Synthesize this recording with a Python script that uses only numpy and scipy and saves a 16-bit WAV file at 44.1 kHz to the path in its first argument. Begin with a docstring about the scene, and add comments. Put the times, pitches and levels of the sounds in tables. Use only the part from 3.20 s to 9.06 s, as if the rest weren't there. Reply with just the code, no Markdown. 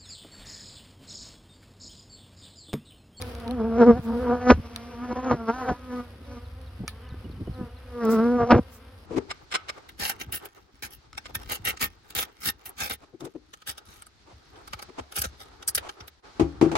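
"""Honeybees fly round a hive box in a shrubbery, among brushed leaves and snapping twigs.
At first one after another swoops past the microphone: each wingbeat hums, buzzes and slaps, swelling with nearness.
Just after one second, air puffs, knocks and wing tips hit the microphone hard; more passes and puffs follow.
From three seconds a far bird whistles short slurs; then bees hover close and weave, and at 5.3 s the blows return.
Under it all lie the hum of the swarm, the hiss of foliage and a low outdoor rumble with a wavering drone."""
import sys
import numpy as np
from scipy import signal
from scipy.fft import rfft, irfft, next_fast_len
from scipy.io import wavfile
from scipy.ndimage import map_coordinates

SR = 44100
rng = np.random.default_rng(int(sys.argv[2]) if len(sys.argv) > 2 else 0)


def generate_wav(signal):
    """Clip the signal to [-1, 1] and save it as 16-bit WAV at the path in sys.argv[1]."""
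    frames = np.transpose(np.atleast_2d(signal))
    scaled = np.clip(frames, -1, 1) * 32767
    pcm = np.round(scaled).astype(np.int16)
    wavfile.write(sys.argv[1], SR, pcm)


N = 258293
T = np.arange(N) / SR  # time of every sample, seconds
FFT_SIZE = next_fast_len(N)
FREQS = np.arange(FFT_SIZE // 2 + 1) * SR / FFT_SIZE
LEFT_RIGHT = np.array([[1], [-1]])  # opposite signs for the two channels


def amp(db):
    """Turn decibels into gain."""
    return np.exp(np.asarray(db) * np.log(10) / 20)


def unit(x):
    """Scale to an rms level of 1."""
    return x / np.sqrt(np.mean(x ** 2))


def curves(table, t=T):
    """Join the columns of a table by straight lines in time."""
    s, *columns = np.transpose(table)
    return [np.interp(t, s, column) for column in columns]


def along_hz(points, hz=FREQS):
    """Join (Hz, value) points along a log-frequency axis."""
    f, value = np.transpose(points)
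    return np.interp(np.log(hz + 1), np.log(f), value)


def colour(x, points):
    """Filter a sound by a list of (Hz, dB) points."""
    return irfft(rfft(x, FFT_SIZE) * amp(along_hz(points)), FFT_SIZE)[..., :N]


def walk(rate):
    """Random wandering: a new chance value `rate` times a second, joined by lines, with a spread near 1."""
    knots = np.arange(0, T[-1] + 1, 1 / rate)
    return np.interp(T, knots, rng.standard_normal(len(knots)))


def swell(s, length):
    """A bell-shaped rise and fall round time s."""
    return np.exp(-2 * ((T - s) / length) ** 2)


def spread(pair, side_db):
    """Use two unrelated signals as the middle and side of a stereo pair."""
    middle, side = pair
    return middle + amp(side_db) * side * LEFT_RIGHT


# Each row: start in seconds (middle of the pass), approach in seconds, linger in seconds,
# leave in seconds, wingbeat in Hz, slide of the wingbeat to either side in Hz,
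# hum at the nearest point in dB, then octave, buzz and slap in dB over the hum (all before later trims),
# tilt of the buzz in dB per octave, strongest part of the buzz in Hz,
# and roughness of the flight (about 0.5 smooth, 1 or more rough).
BEE_PASSES = [ (0.104, 0.077, 0.097, .2, 243, -6, -46.5, -0.5, -5, -19, -17, 1094, 1.04),
              (0.303, 0.025, 0.018, .07, 240, 14.5, -30, -6.5, -11, -27.5, -5.5, 900, 1.01),
              (0.495, .035, 0.16, 0.018, 226, 2, -26.5, -4, -8, -28.5, -3.5, 748, 0.78),
              (0.619, 0.027, 0, 0.035, 235.1, -10.5, -12, 1.5, -5, -28, -2, 780, 0.78),
              (0.694, 0.025, 0.012, .019, 237.6, -8, -10, 0, -11, -36, 1.5, 703, 0.78),
              (0.769, 0.022, 0.0094, 0.015, 256.8, 9, -37, 1.5, 0.5, -16, -3, 796, 0.77),
              (0.905, 0.044, 0.0088, .1, 231, 3, -27.5, -12.5, -13.5, -36, -3, 990, 1.25),
              (1.027, 0.072, 0.062, .09, 253.8, 2, -34, 3.5, -7, -29, 1.5, 1200, 1.03),
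              (1.125, 0.044, 0.008, 0.031, 240.8, 5, -21.5, -0.5, -3.5, -26, -4, 730, 0.88),
              (1.289, 0.037, 0.015, .014, 247.8, 0, -22, -2.5, -4, -21.5, 1, 690, 0.74),
              (1.308, 0.0062, 0.014, 0.0071, 246.8, 0.5, -10, -8, -3.5, -21.5, 1.5, 1010, 0.73),
              (1.58, 0.042, 0.25, 0.12, 235.2, 1, -46, -7.5, -4.5, -6.5, -10, 1080, 0.93),
              (1.828, 0.06, 0, 0.0418, 245, 8, -34, -13, -4.5, -20.5, 1, 1090, 0.77),
              (1.913, 0.024, 0.0021, 0.016, 241.2, -2, -25, -8, -8.5, -21.5, 3.5, 1030, 1),
              (1.969, 0.0056, 0.012, 0.055, 252.9, -3, -35, -0.5, 1, -15, -4, 940, 0.79),
              (2.076, 0.036, 0, 0.022, 259.2, 3, -27, -5.5, -5.5, -20, 0, 845, 0.91),
              (2.116, .012, 0.012, 0.023, 243.1, -3.5, -22.5, -3, -5.5, -22.5, -1.5, 900, 1.06),
              (2.222, 0.0478, 0.0058, 0.069, 226.9, -3, -36, -7, -3, -21.5, -2, 1190, 0.68),
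              (2.298, 0.014, 0.009, 0.014, 230, 7, -24.5, -0.5, 0.5, -19.5, 4.5, 1200, 0.65),
              (2.35, 0.031, 0.023, 0.024, 252.5, 9, -42.5, -16, 7.5, -6.5, 1.5, 1060, 0.72),
              (2.405, 0.025, 0.044, 0.029, 257, -3.5, -42.5, -10, 5.5, -8.5, 0.5, 1060, 0.87),
              (2.492, 0.028, 0, 0.026, 252.5, -8, -33, 2, 6.5, -11.5, 2, 815, 0.86),
              (2.765, 0.066, 0.04, .034, 247, -4, -31.5, -6, -8.5, -21.5, 5.5, 1140, 0.69),
              (3.147, 0.044, 0.049, 0.027, 243, -4, -44, -6, -8, -10, 4, 1190, 0.8),
              (4.411, .05, 0.00052, 0.051, 250, -6, -41, -1.5, -5, -23, 1, 1120, .5),
              (4.781, .046, 0.0079, 0.11, 244.3, -4, -39, 4, -5, -22, 6, 1200, .5),
              (4.9, .036, 0.079, 0.025, 227.2, 0, -22.5, -3, -8.5, -24, 4.5, 1090, 0.79),
              (5.005, .025, .065, 0.035, 227.4, 0, -22, -4.5, -8.5, -28.5, 3.5, 1160, 0.55),
              (5.119, 0.04, 0.095, 0.016, 241.5, 2, -22, -4.5, -12, -30.5, -0.5, 1080, 0.5),
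              (5.222, 0.026, 0.02, 0.022, 236.2, -5, -30, 8, 5, -19, -1.5, 750, 0.77),
              (5.316, 0.0073, 0.014, 0.0075, 244.1, -5.5, -17, -0.5, 1, -20.5, 0, 910, 0.82),
              (5.356, 0.063, 0.052, 0.013, 240.5, -0.5, -27, 2.5, -5.5, -20, -5, 820, .95)]
# The powers of distance with which hum, octave, buzz and slap fade, in that order (no unit).
DISTANCE_POWERS = [3.0, 2.88, 2.5, 1.4]
# How the long hovers weave about their pitch. Each row: time in seconds, shift of the wingbeat in Hz.
HOVER_WEAVE = [(.36, 0), (.39, 5), (.425, -7), (.46, 2), (.5, 0), (4.62, 0), (4.68, 8.5), (4.746, -5.5),
               (4.79, -0.5), (4.825, 6.5), (4.888, -8.5), (4.928, 6), (4.972, -10.5), (5.03, 3.5),
               (5.08, -0.5), (5.145, 2), (5.17, -0.5), (5.2, -0.5)]
SLIDE_S = 0.02  # added to half the linger to set how fast the wingbeat slides


def flight():
    """Passes swell and fade with distance; the nearest bee sets the wingbeat, buzz colour and roughness."""
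    power, steer = np.zeros((4, N)), np.zeros((4, N))
    for (s, approach, linger, leave, hz, slide_hz, hum_db, octave_db, buzz_db, slap_db,
         tilt_db, focus_hz, rough) in BEE_PASSES:
        t = T - s
        coming = np.minimum(t + linger / 2, 0) / approach
        going = np.maximum(t - linger / 2, 0) / leave
        distance_db = 10 * np.log10(1 + (coming + going) ** 2)
        over_hum = [0, octave_db, buzz_db, slap_db]
        layers = [amp(hum_db + db - fall * distance_db) ** 2 for db, fall in zip(over_hum, DISTANCE_POWERS)]
        power += layers
        pitch = hz + slide_hz * np.tanh(t / (linger / 2 + SLIDE_S))
        # the louder the hum of a bee, the more it decides
        steer += [layers[0] * value for value in (pitch, tilt_db, focus_hz, rough)]
    wingbeat_hz, tilt, focus_hz, roughness = steer / power[0]
    focus = focus_hz / wingbeat_hz  # as a multiple of the wingbeat
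    return wingbeat_hz + curves(HOVER_WEAVE)[0], np.sqrt(power), tilt, focus, roughness


FOCUS_DB, FOCUS_OCTAVES = 4.5, 0.24  # height and half-width of the strongest part of the buzz
# echo off the hive box: strength, then delay and sway of the delay in wingbeats
ECHO_SHARE, ECHO_BEATS, ECHO_SWAY = 0.33, 0.3, 0.09


def partials(phase, shape, turn_db, tilt_db=0, focus=None, sweep=3.29, turn_rate=28,
             echo_turns=0.14, box_lag=None):
    """Wingbeat harmonics near rms 1: highs come first, reflections make each waver, the box echo cuts notches."""
    multiple, db = np.transpose(shape)
    tone, power = 0, 0
    for k in np.arange(round(multiple[0]), round(multiple[-1]) + 1):
        focus_db = 0
        if focus is not None:
            focus_db = FOCUS_DB * np.exp(-(np.log2(k / focus) / FOCUS_OCTAVES) ** 2)
        gain = amp(np.interp(k, multiple, db) + tilt_db * np.log2(k) + focus_db)
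        if box_lag is not None:
            gain = gain * (1 + ECHO_SHARE * np.cos(2 * np.pi * k * box_lag))
        shift = 2 * np.pi * echo_turns * walk(turn_rate) - sweep * np.log(k)
        tone = tone + gain * amp(turn_db * walk(turn_rate)) * np.cos(k * phase + shift)
        power = power + gain ** 2 / 2
    return tone / np.sqrt(power)


def stroke(phase, sharpness):
    """A gate that opens once per wingbeat."""
    return unit(np.exp(sharpness * (np.cos(phase) - 1)))


# The harmonics of the buzz. Each row: multiple of the wingbeat, relative level in dB before tilt and focus.
BUZZ_PARTIALS = [(3, 2), (4, -1.5), (5, -0.5), (6, -4), (7, -9.5), (8, -17.5), (9, -27)]
# The harmonics of the slap. Each row: multiple of the wingbeat, relative level in dB.
SLAP_PARTIALS = [(9, -4), (10, -5.5), (12, -9), (14, -15), (17, -12), (21, -13.5), (24, -7.5), (28, -22)]


def near_bee(phase, levels, tilt, focus, roughness, buzz_db=-1.5, slap_db=-5.0, swish_db=-7,
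             eddy_db=-6.5, bob_db=2.0):
    """Lift hums, the wing's turn buzzes and slaps, and the air it stirs swishes once a beat."""
    lift, octave, buzz, slap = levels
    # the slap fades more slowly than the hum, and its very faintest part is pushed down further
    slap = slap ** 2 / (slap + amp(-59.5))
    # no two strokes are alike in timing or force
    rough = np.clip(roughness, .4, 1)
    phase = phase + .085 * rough * walk(220)
    force = amp(rough * (1.8 * walk(200) + 1.6 * walk(55)))

    swish = unit(colour(rng.standard_normal(N), [
        (800, -23.0), (2000, 9.5), (3200, -27.0), (5300, 2.0), (7500, -55.0), (12000, -50.0)]))
    eddies = unit(colour(rng.standard_normal(N), [
        (40, -12.0), (150, 3.5), (600, 2.0), (1500, 0.5), (2200, -29.0), (3200, -26.5), (8000, -47.5)]))

    waver_db = 1.8 * rough ** 2
    hum = lift * partials(phase, [(1, 0)], turn_db=waver_db, echo_turns=.12 * rough ** 2)
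    hum = hum + octave * partials(phase, [(2, 0)], turn_db=waver_db, echo_turns=.17 * rough ** 2)

    box_lag = ECHO_BEATS + ECHO_SWAY * walk(9)
    buzzing = partials(phase, BUZZ_PARTIALS, turn_db=3.8 * rough, tilt_db=tilt, focus=focus,
                       turn_rate=40, echo_turns=.2 * rough ** 2, box_lag=box_lag)
    slapping = partials(phase, SLAP_PARTIALS, turn_db=3, turn_rate=50, echo_turns=0.15 * rough ** 2)
    rasp = (buzz * amp(buzz_db) * buzzing
            + slap * amp(slap_db) * slapping
            + slap * amp(swish_db) * swish * stroke(phase, sharpness=30.0)
            + buzz * rough ** 2 * amp(eddy_db) * eddies * stroke(phase, sharpness=0.49))
    # the bee bobs nearer and further as it manoeuvres
    bob = amp(bob_db * rough ** 2 * walk(38))
    return bob * (hum * np.sqrt(force) + rasp * force)


# A second bee glides by behind the nearest. Each row: middle in seconds, level in dB, length in seconds,
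# wingbeat in Hz, glide in Hz per second, tilt in dB per octave.
SECOND_BEE = [(0.255, -41, 0.042, 236.3, -330, 0), (0.401, -38, 0.03, 237.8, -250, -3),
              (0.955, -32.5, 0.042, 241.7, -200, -2.5), (1.052, -38.5, 0.036, 225.6, 156, 1.5),
              (1.107, -35, .025, 255.7, -200, -6.5), (1.215, -42, 0.032, 232, 198, 2.5),
              (1.741, -47.5, 0.0448, 239.2, -100, 0), (1.986, -42, 0.037, 264.9, -220, 0),
              (2.062, -37, .028, 237.8, -200, 4.5), (2.441, -34.5, .026, 240.9, -450, 2),
              (2.958, -57, 0.093, 228.3, -91, -23), (3.113, -47, 0.041, 278.7, -130, -5),
              (3.251, -54.5, 0.0505, 244.3, 40, 1), (3.395, -53, 0.049, 255.8, 123.5, -1),
              (3.894, -57, 0.081, 247.9, -86.5, 8), (4.46, -51, 0.033, 239.8, -300, 1)]


def crossings():
    """A second bee slides through the pitch of the first and beats against it."""
    power, pitch, tilt = 0, 0, 0
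    for s, db, length, hz, glide_hz_per_s, tilt_db in SECOND_BEE:
        near = (amp(db) / (1 + ((T - s) / length) ** 4)) ** 2
        power = power + near
        pitch = pitch + near * (hz + glide_hz_per_s * np.clip(T - s, -length, length))
        tilt = tilt + near * tilt_db
    phase = 2 * np.pi * np.cumsum(pitch / power + 3.5 * walk(60)) / SR
    shape = [(1, 4.0), (2, 6.5), (3, -1), (4, -4), (5, -6), (6, -7.5), (8, -16)]  # (multiple, dB)
    return np.sqrt(power) * partials(phase, shape, turn_db=2.5, tilt_db=tilt / power)


# Air blown onto the microphone. Each row: middle in seconds, level in dB, length in seconds,
# upper edge at the middle in Hz.
AIR_PUFFS = [(0.728, -27.5, 0.021, 192.5), (0.786, -31.5, 0.046, 190), (1.321, -14, 0.011, 450),
             (1.35, -25, 0.033, 85.2), (1.384, -30, 0.025, 173.4), (1.928, -33.5, 0.017, 377),
             (2.114, -23.5, 0.019, 1009), (2.142, -24.5, 0.021, 403), (2.494, -28.5, 0.017, 1104),
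             (2.52, -25, 0.019, 338), (2.97, -52, .12, 420), (3.621, -30.5, 0.027, 177.1),
             (3.645, -37.5, 0.012, 597), (3.931, -37, 0.03, 149.8), (4.075, -40.5, 0.056, 256.8),
             (4.219, -32.5, 0.029, 275.8), (4.281, -33, .012, 397.3), (4.15, -44.5, 0.21, 199.3),
             (4.304, -31, 0.032, 128.8), (4.417, -35.5, 0.053, 222), (5.227, -29.5, 0.042, 139),
             (5.33, -16, 0.014, 1103), (5.349, -17, 0.035, 120.1), (5.353, -24.5, 0.025, 1280),
             (5.389, -20.5, 0.0098, 794.5)]


def puffs(low_hz=48, fall_octaves=.4, flutter_db=4):
    """Air buffets the microphone; faster air reaches higher, and each puff sinks as it slows."""
    out = np.zeros(N)
    flutter = amp(flutter_db * walk(120))
    for s, db, length, edge_hz in AIR_PUFFS:
        near = np.abs(T - s) < 2 * length
        shape = swell(s, length)[near]
        edge = edge_hz * 2 ** (-fall_octaves * (T[near] - s) / length)
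        # smooth noise read faster or slower moves its upper edge
        smooth = signal.butter(3, 1 / 8, output="sos")
        eddies = signal.sosfilt(smooth, rng.standard_normal(8192))
        air = map_coordinates(eddies, [100 + 16 * np.cumsum(edge) / SR], mode="mirror")
        air = signal.sosfilt(signal.butter(4, low_hz, "high", fs=SR, output="sos"), air)
        out[near] += amp(db) * unit(air * shape * flutter[near]) * np.sqrt(np.mean(shape ** 2))
    return out


# Single hard eddies knocking on the microphone. Each row: start in seconds, envelope peak in dB,
# starting pitch in Hz.
EDDY_KNOCKS = [(1.304, 2, 835), (1.313, -6, 430), (1.3184, -9.5, 480), (1.325, -17, 74.6),
               (1.341, -21, 134), (1.381, -26, 121), (2.112, -6.5, 1010), (2.49, -17, 890),
               (3.636, -32, 340), (3.943, -35.5, 422), (4.098, -31.5, 343), (4.208, -29, 190),
               (4.219, -38, 452), (4.2745, -36, 480), (4.283, -34, 393), (4.412, -24, 282.6),
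               (5.3188, -6.5, 744), (5.3222, -1.5, 647), (5.327, -4.5, 310), (5.344, -9.5, 496),
               (5.355, -11, 342), (5.3612, -10, 507), (5.368, -18.5, 227), (5.385, -21, 698.8),
               (5.393, -14.5, 278), (5.406, -26, 102)]


def knocks(rise_cycles=0.53, slowing=0.25):
    """A hard eddy swings the pressure a few times, each swing slower than the last."""
    out = np.zeros(N)
    for s, db, hz in EDDY_KNOCKS:
        now = (T > s) & (T < s + 10 / hz)
        cycles = hz * (T[now] - s)
        rise = cycles / rise_cycles
        swing = np.sin(2 * np.pi * np.log1p(slowing * cycles) / slowing)
        out[now] += amp(db) * rise * np.exp(1 - rise) * swing
    return out


# Wing tips strike the microphone once a beat. Each row: start in seconds, level in dB (each hit varies
# a little), length of the run in seconds, wingbeat in Hz.
WING_STRIKES = [(1.3032, -3, .0105, 243), (5.3078, -6, .015, 235)]
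# The colour of a strike. Each row: frequency in Hz, relative level in dB.
STRIKE_SPECTRUM = [(200, -4), (1000, 2), (2500, -6), (3500, -17), (5500, -15), (7000, -38), (12000, -55)]


def strikes(rebound=0.67, rebound_s=0.00025, scatter_db=0.5):
    """A few hard cracks in a row: each wing tip hits and springs back."""
    hits = np.zeros(N)
    for s, db, length, hz in WING_STRIKES:
        times = s + np.arange(0, length, 1 / hz)
        for at, (force, delay) in zip(times, rng.uniform(-1, 1, (20, 2))):
            size = amp(db + scatter_db * force)
            hits[int(at * SR)] -= size
            # the delay of the rebound varies from half to double
            hits[int((at + rebound_s * 2 ** delay) * SR)] += rebound * size
    return colour(hits, STRIKE_SPECTRUM) / np.mean(amp(along_hz(STRIKE_SPECTRUM)))


# Wings brushing leaves. Each row: middle in seconds, level in dB, length in seconds.
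LEAF_BRUSHES = [(0.09, -59, 0.064), (0.846, -57, 0.035), (4.853, -41.5, 0.0049), (4.917, -38, 0.025),
                (4.948, -46, 0.022), (5.546, -53.5, 0.049)]


def brushes(phase):
    """Wing tips tick against a leaf at every stroke."""
    touch = sum(amp(db) * swell(s, length) for s, db, length in LEAF_BRUSHES)
    ticks = unit(colour(rng.standard_normal((2, N)), [
        (1500, -26.0), (4000, -5.0), (5600, 2.0), (10500, -2.0), (16000, 5.5)]))
    return spread(ticks, side_db=1.5) * touch * stroke(phase, sharpness=0.98)


# Dry twigs snapping. Each row: start in seconds, crack level in dB before its colour,
# woody ring in dB over that (before a shared trim), time for the crack to fall 60 dB in seconds.
TWIG_SNAPS = [(0.016, -16.5, -28, 0.0075), (0.0221, -19.5, -12.5, 0.01), (0.151, -25, -17, 0.0041),
              (0.201, -30, -19, 0.0067), (.279, -27, -19, 0.01), (.310, -23.5, -28.5, 0.008),
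              (1.5612, -12.5, -24, 0.0059), (2.5951, -46, -12, 0.0065), (3.415, -38, -24, 0.0076),
              (3.6791, -25.5, 0, 0.096), (3.89, -46, -8, 0.006)]
# What a twig rings with. Each row: pitch in Hz, relative level in dB, time to fall 60 dB in seconds.
TWIG_RING = [(1260, 0, 0.032), (1750, -7.5, 0.081), (2220, -1.5, 0.027), (2400, 0, 0.022),
             (3720, -10, 0.019), (4490, -5, 0.02), (5680, 10, 0.0039), (7100, -3.5, 0.0059),
             (9300, -0.5, 0.011), (10800, 1.5, 0.0045)]
# The colour of the crack. Each row: frequency in Hz, gain in dB.
CRACK_SPECTRUM = [(500, -16), (2000, -14), (4200, -3.5), (7300, -29.5), (10200, -9.5), (13000, -23),
                  (16000, -17)]


def snaps(tail_db=-23, tail_t60=0.087, ring_db=-4):
    """A fibre cracks, the twig rings, and the shrubs scatter a short tail."""
    cracks, rings = np.zeros((2, N)), np.zeros(N)
    t = T[:SR // 5]
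    ring = 0
    for k, (hz, db, t60) in enumerate(TWIG_RING):
        # every other tone starts downwards
        ring = ring + amp(db - 60 * t / t60) * np.sin(2 * np.pi * hz * t) * (-1) ** k
    for s, db, woody_db, t60 in TWIG_SNAPS:
        start = int(s * SR)
        decay = amp(-60 * t / t60) + amp(tail_db - 60 * t / tail_t60)
        cracks[:, start:start + len(t)] += amp(db) * decay * rng.standard_normal((2, len(t)))
        rings[start:start + len(t)] += amp(db + woody_db + ring_db) * ring
    return spread(colour(cracks, CRACK_SPECTRUM), side_db=2.5) + rings


# The level of the rest of the swarm. Each row: time in seconds, level in dB.
SWARM_LEVEL = [(0, -49.5), (.75, -54), (1.05, -48), (1.45, -51.5), (2.05, -48.5), (2.55, -57), (3.85, -54),
               (5.85, -57.5)]


def swarm(count=9, centre_hz=246, passing_db=5):
    """Bees further off, each with its own drifting wingbeat and level."""
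    cycle = np.linspace(0, 2 * np.pi, 1024)
    shape = [(240, 3.0), (490, 3), (740, -7.5), (1000, -5.5), (1250, -2.0), (1700, -6.5),
             (2200, -10.0), (3500, -12.5)]  # (Hz, dB)
    orders = np.arange(1, 15)
    gains = amp(along_hz(shape, orders * centre_hz))
    out = 0
    for _ in range(count):
        # one wingbeat as a wave, then read at the drifting pitch
        starts = rng.uniform(0, 2 * np.pi, (len(orders), 1))
        beat = gains @ np.cos(np.outer(orders, cycle) + starts)
        hz = centre_hz + 22 * walk(7) + 6 * walk(45)
        phase = 2 * np.pi * (np.cumsum(hz) / SR % 1)
        bee = np.interp(phase, cycle, beat) * amp(passing_db * walk(3.9))
        out = out + bee * amp(rng.uniform(-0.54, 2) * LEFT_RIGHT)
    return unit(out) * amp(curves(SWARM_LEVEL)[0])


# A far bird. Each row: start in seconds, level in dB before flicker and scatter, start pitch in Hz,
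# end pitch in Hz, length in seconds.
BIRD_CHIRPS = [(3.035, -63, 4200, 3395, 0.024), (3.239, -60, 4570, 3400, 0.035),
               (3.458, -57, 4680, 3484, 0.027), (3.824, -62, 3100, 2963, 0.032),
               (3.863, -55.5, 3050, 2900, 0.014), (3.884, -58, 4670, 3335, 0.039),
               (4.041, -56, 2930, 2960, 0.022), (4.107, -57.5, 4650, 3440, 0.024),
               (4.158, -63, 3020, 2950, 0.02), (4.254, -61, 2942, 3055, 0.037),
               (4.327, -60, 4650, 3450, 0.039), (4.424, -64, 2650, 2840, 0.025),
               (4.484, -64, 3000, 2866, 0.025), (4.564, -57, 4500, 3570, 0.018),
               (4.606, -66, 2440, 2430, 0.024), (4.659, -62, 2500, 2418, 0.025)]


def bird(waver_hz=45, scatter_db=-10, scatter_t60=0.16):
    """Short wavering whistles, quick falling slurs with level pips between them, blurred by the trees."""
    out = np.zeros(N)
    waver, flicker = waver_hz * walk(260), amp(1.5 + 2 * walk(200))
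    for s, db, start_hz, end_hz, length in BIRD_CHIRPS:
        now = (T > s) & (T < s + length)
        u = (T[now] - s) / length
        hz = start_hz + (end_hz - start_hz) * u ** 1.1 + waver[now]
        whistle = np.sin(2 * np.pi * np.cumsum(hz) / SR)
        out[now] += amp(db) * flicker[now] * np.sin(np.pi * u) * whistle
    t = T[:SR // 5]
    trees = rng.standard_normal(len(t)) * amp(-60 * t / scatter_t60)
    blur = signal.fftconvolve(out, trees / np.linalg.norm(trees))[:N]
    return out + amp(scatter_db) * blur


# The level of the low rumble. Each row: time in seconds, level in dB before the drone is added.
RUMBLE_LEVEL = [(0, -42.5), (1.05, -38), (1.4, -45), (2.7, -50), (3.35, -42), (3.8, -43.5), (4.28, -40.5),
                (4.65, -46.5), (5.85, -53)]
# The colours of rumble and foliage hiss. Each row: frequency in Hz, relative level in dB per Hz.
RUMBLE_SPECTRUM = [(20, -38.5), (40, -17.5), (55, 2), (68, 2.5), (80, 2.5), (95, 4), (125, -12.5),
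                   (200, -23), (500, -73.5)]
RUSTLE_SPECTRUM = [(30, 10), (150, 15.5), (400, 12.5), (1000, 9), (2000, -2), (3000, -2.5), (5000, 0),
                   (7000, -16.5), (11000, -5.5), (16000, -22)]
# The foliage stirs. Each row: middle in seconds, level in dB before a shared lift, length in seconds.
FOLIAGE_STIRS = [(0.05, -52.5, 0.3), (0.952, -55.5, 0.16), (1.545, -68.5, 0.45), (2.418, -58.5, 0.11),
                 (2.751, -59, 0.1), (4.958, -52.5, .17)]
RUSTLE_DB = -59  # foliage at rest, before the same lift


def outdoors(drone_db=-3, drone_hz=69, rustle_db=2, grain_db=2.0):
    """A low rumble with a wavering drone, alike in both ears, and the wide, grainy hiss of foliage."""
    drone = np.sin(2 * np.pi * np.cumsum(drone_hz + 3 * walk(9)) / SR)
    drone = drone * amp(drone_db + 1.7 * walk(13))
    rumble = unit(colour(rng.standard_normal(N), RUMBLE_SPECTRUM)) + drone
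    rumble = rumble * amp(curves(RUMBLE_LEVEL)[0])

    grain = amp(grain_db * walk(400) + walk(14))
    middle, side = unit(colour(rng.standard_normal((2, N)) * grain, RUSTLE_SPECTRUM))
    side = colour(side, [(200, -9.0), (1500, -1.5), (2600, 5.0), (5000, -4), (15000, 0)])
    stirring = amp(RUSTLE_DB) + sum(amp(db) * swell(s, length) for s, db, length in FOLIAGE_STIRS)
    return rumble + spread((middle, side), side_db=1) * stirring * amp(rustle_db)


# How far the left port of the microphone leads the right. Each row: frequency in Hz, lead in radians.
PORT_LEAD = [(40, 0), (120, -0.26), (250, -0.38), (500, -0.36), (1000, -0.28), (1800, 0.2), (4000, 0.47),
             (7000, 3.4)]
WANDER = 0.00781  # share by which the wingbeat strays at roughness 1


def scene():
    """The close sounds reach the two ports out of step; everything else lies round them."""
    wingbeat_hz, levels, tilt, focus, roughness = flight()
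    flutter = .01 * roughness * walk(70)
    hz = wingbeat_hz * (1 + flutter + WANDER * roughness ** 2 * walk(24))
    phase = 2 * np.pi * np.cumsum(hz) / SR
    bees = near_bee(phase, levels, tilt, focus, roughness) + crossings()
    close = bees + puffs() + knocks() + strikes()
    # half the lead goes to each port, with opposite signs
    lead = np.exp(.5j * along_hz(PORT_LEAD) * LEFT_RIGHT)
    close = irfft(rfft(close, FFT_SIZE) * lead, FFT_SIZE)[:, :N]
    return close + brushes(phase) + snaps() + swarm() + bird() + outdoors()


TOP_HZ = 16000  # nothing much is left above this


def record(dry):
    """Round off the loudest peaks, then cut the top of the treble with a steep low-pass."""
    rounded = dry / (1 + dry ** 6) ** (1 / 6)
    return signal.sosfilt(signal.ellip(8, .2, 70, TOP_HZ, fs=SR, output="sos"), rounded)


dry = scene()
out = record(dry)
generate_wav(out)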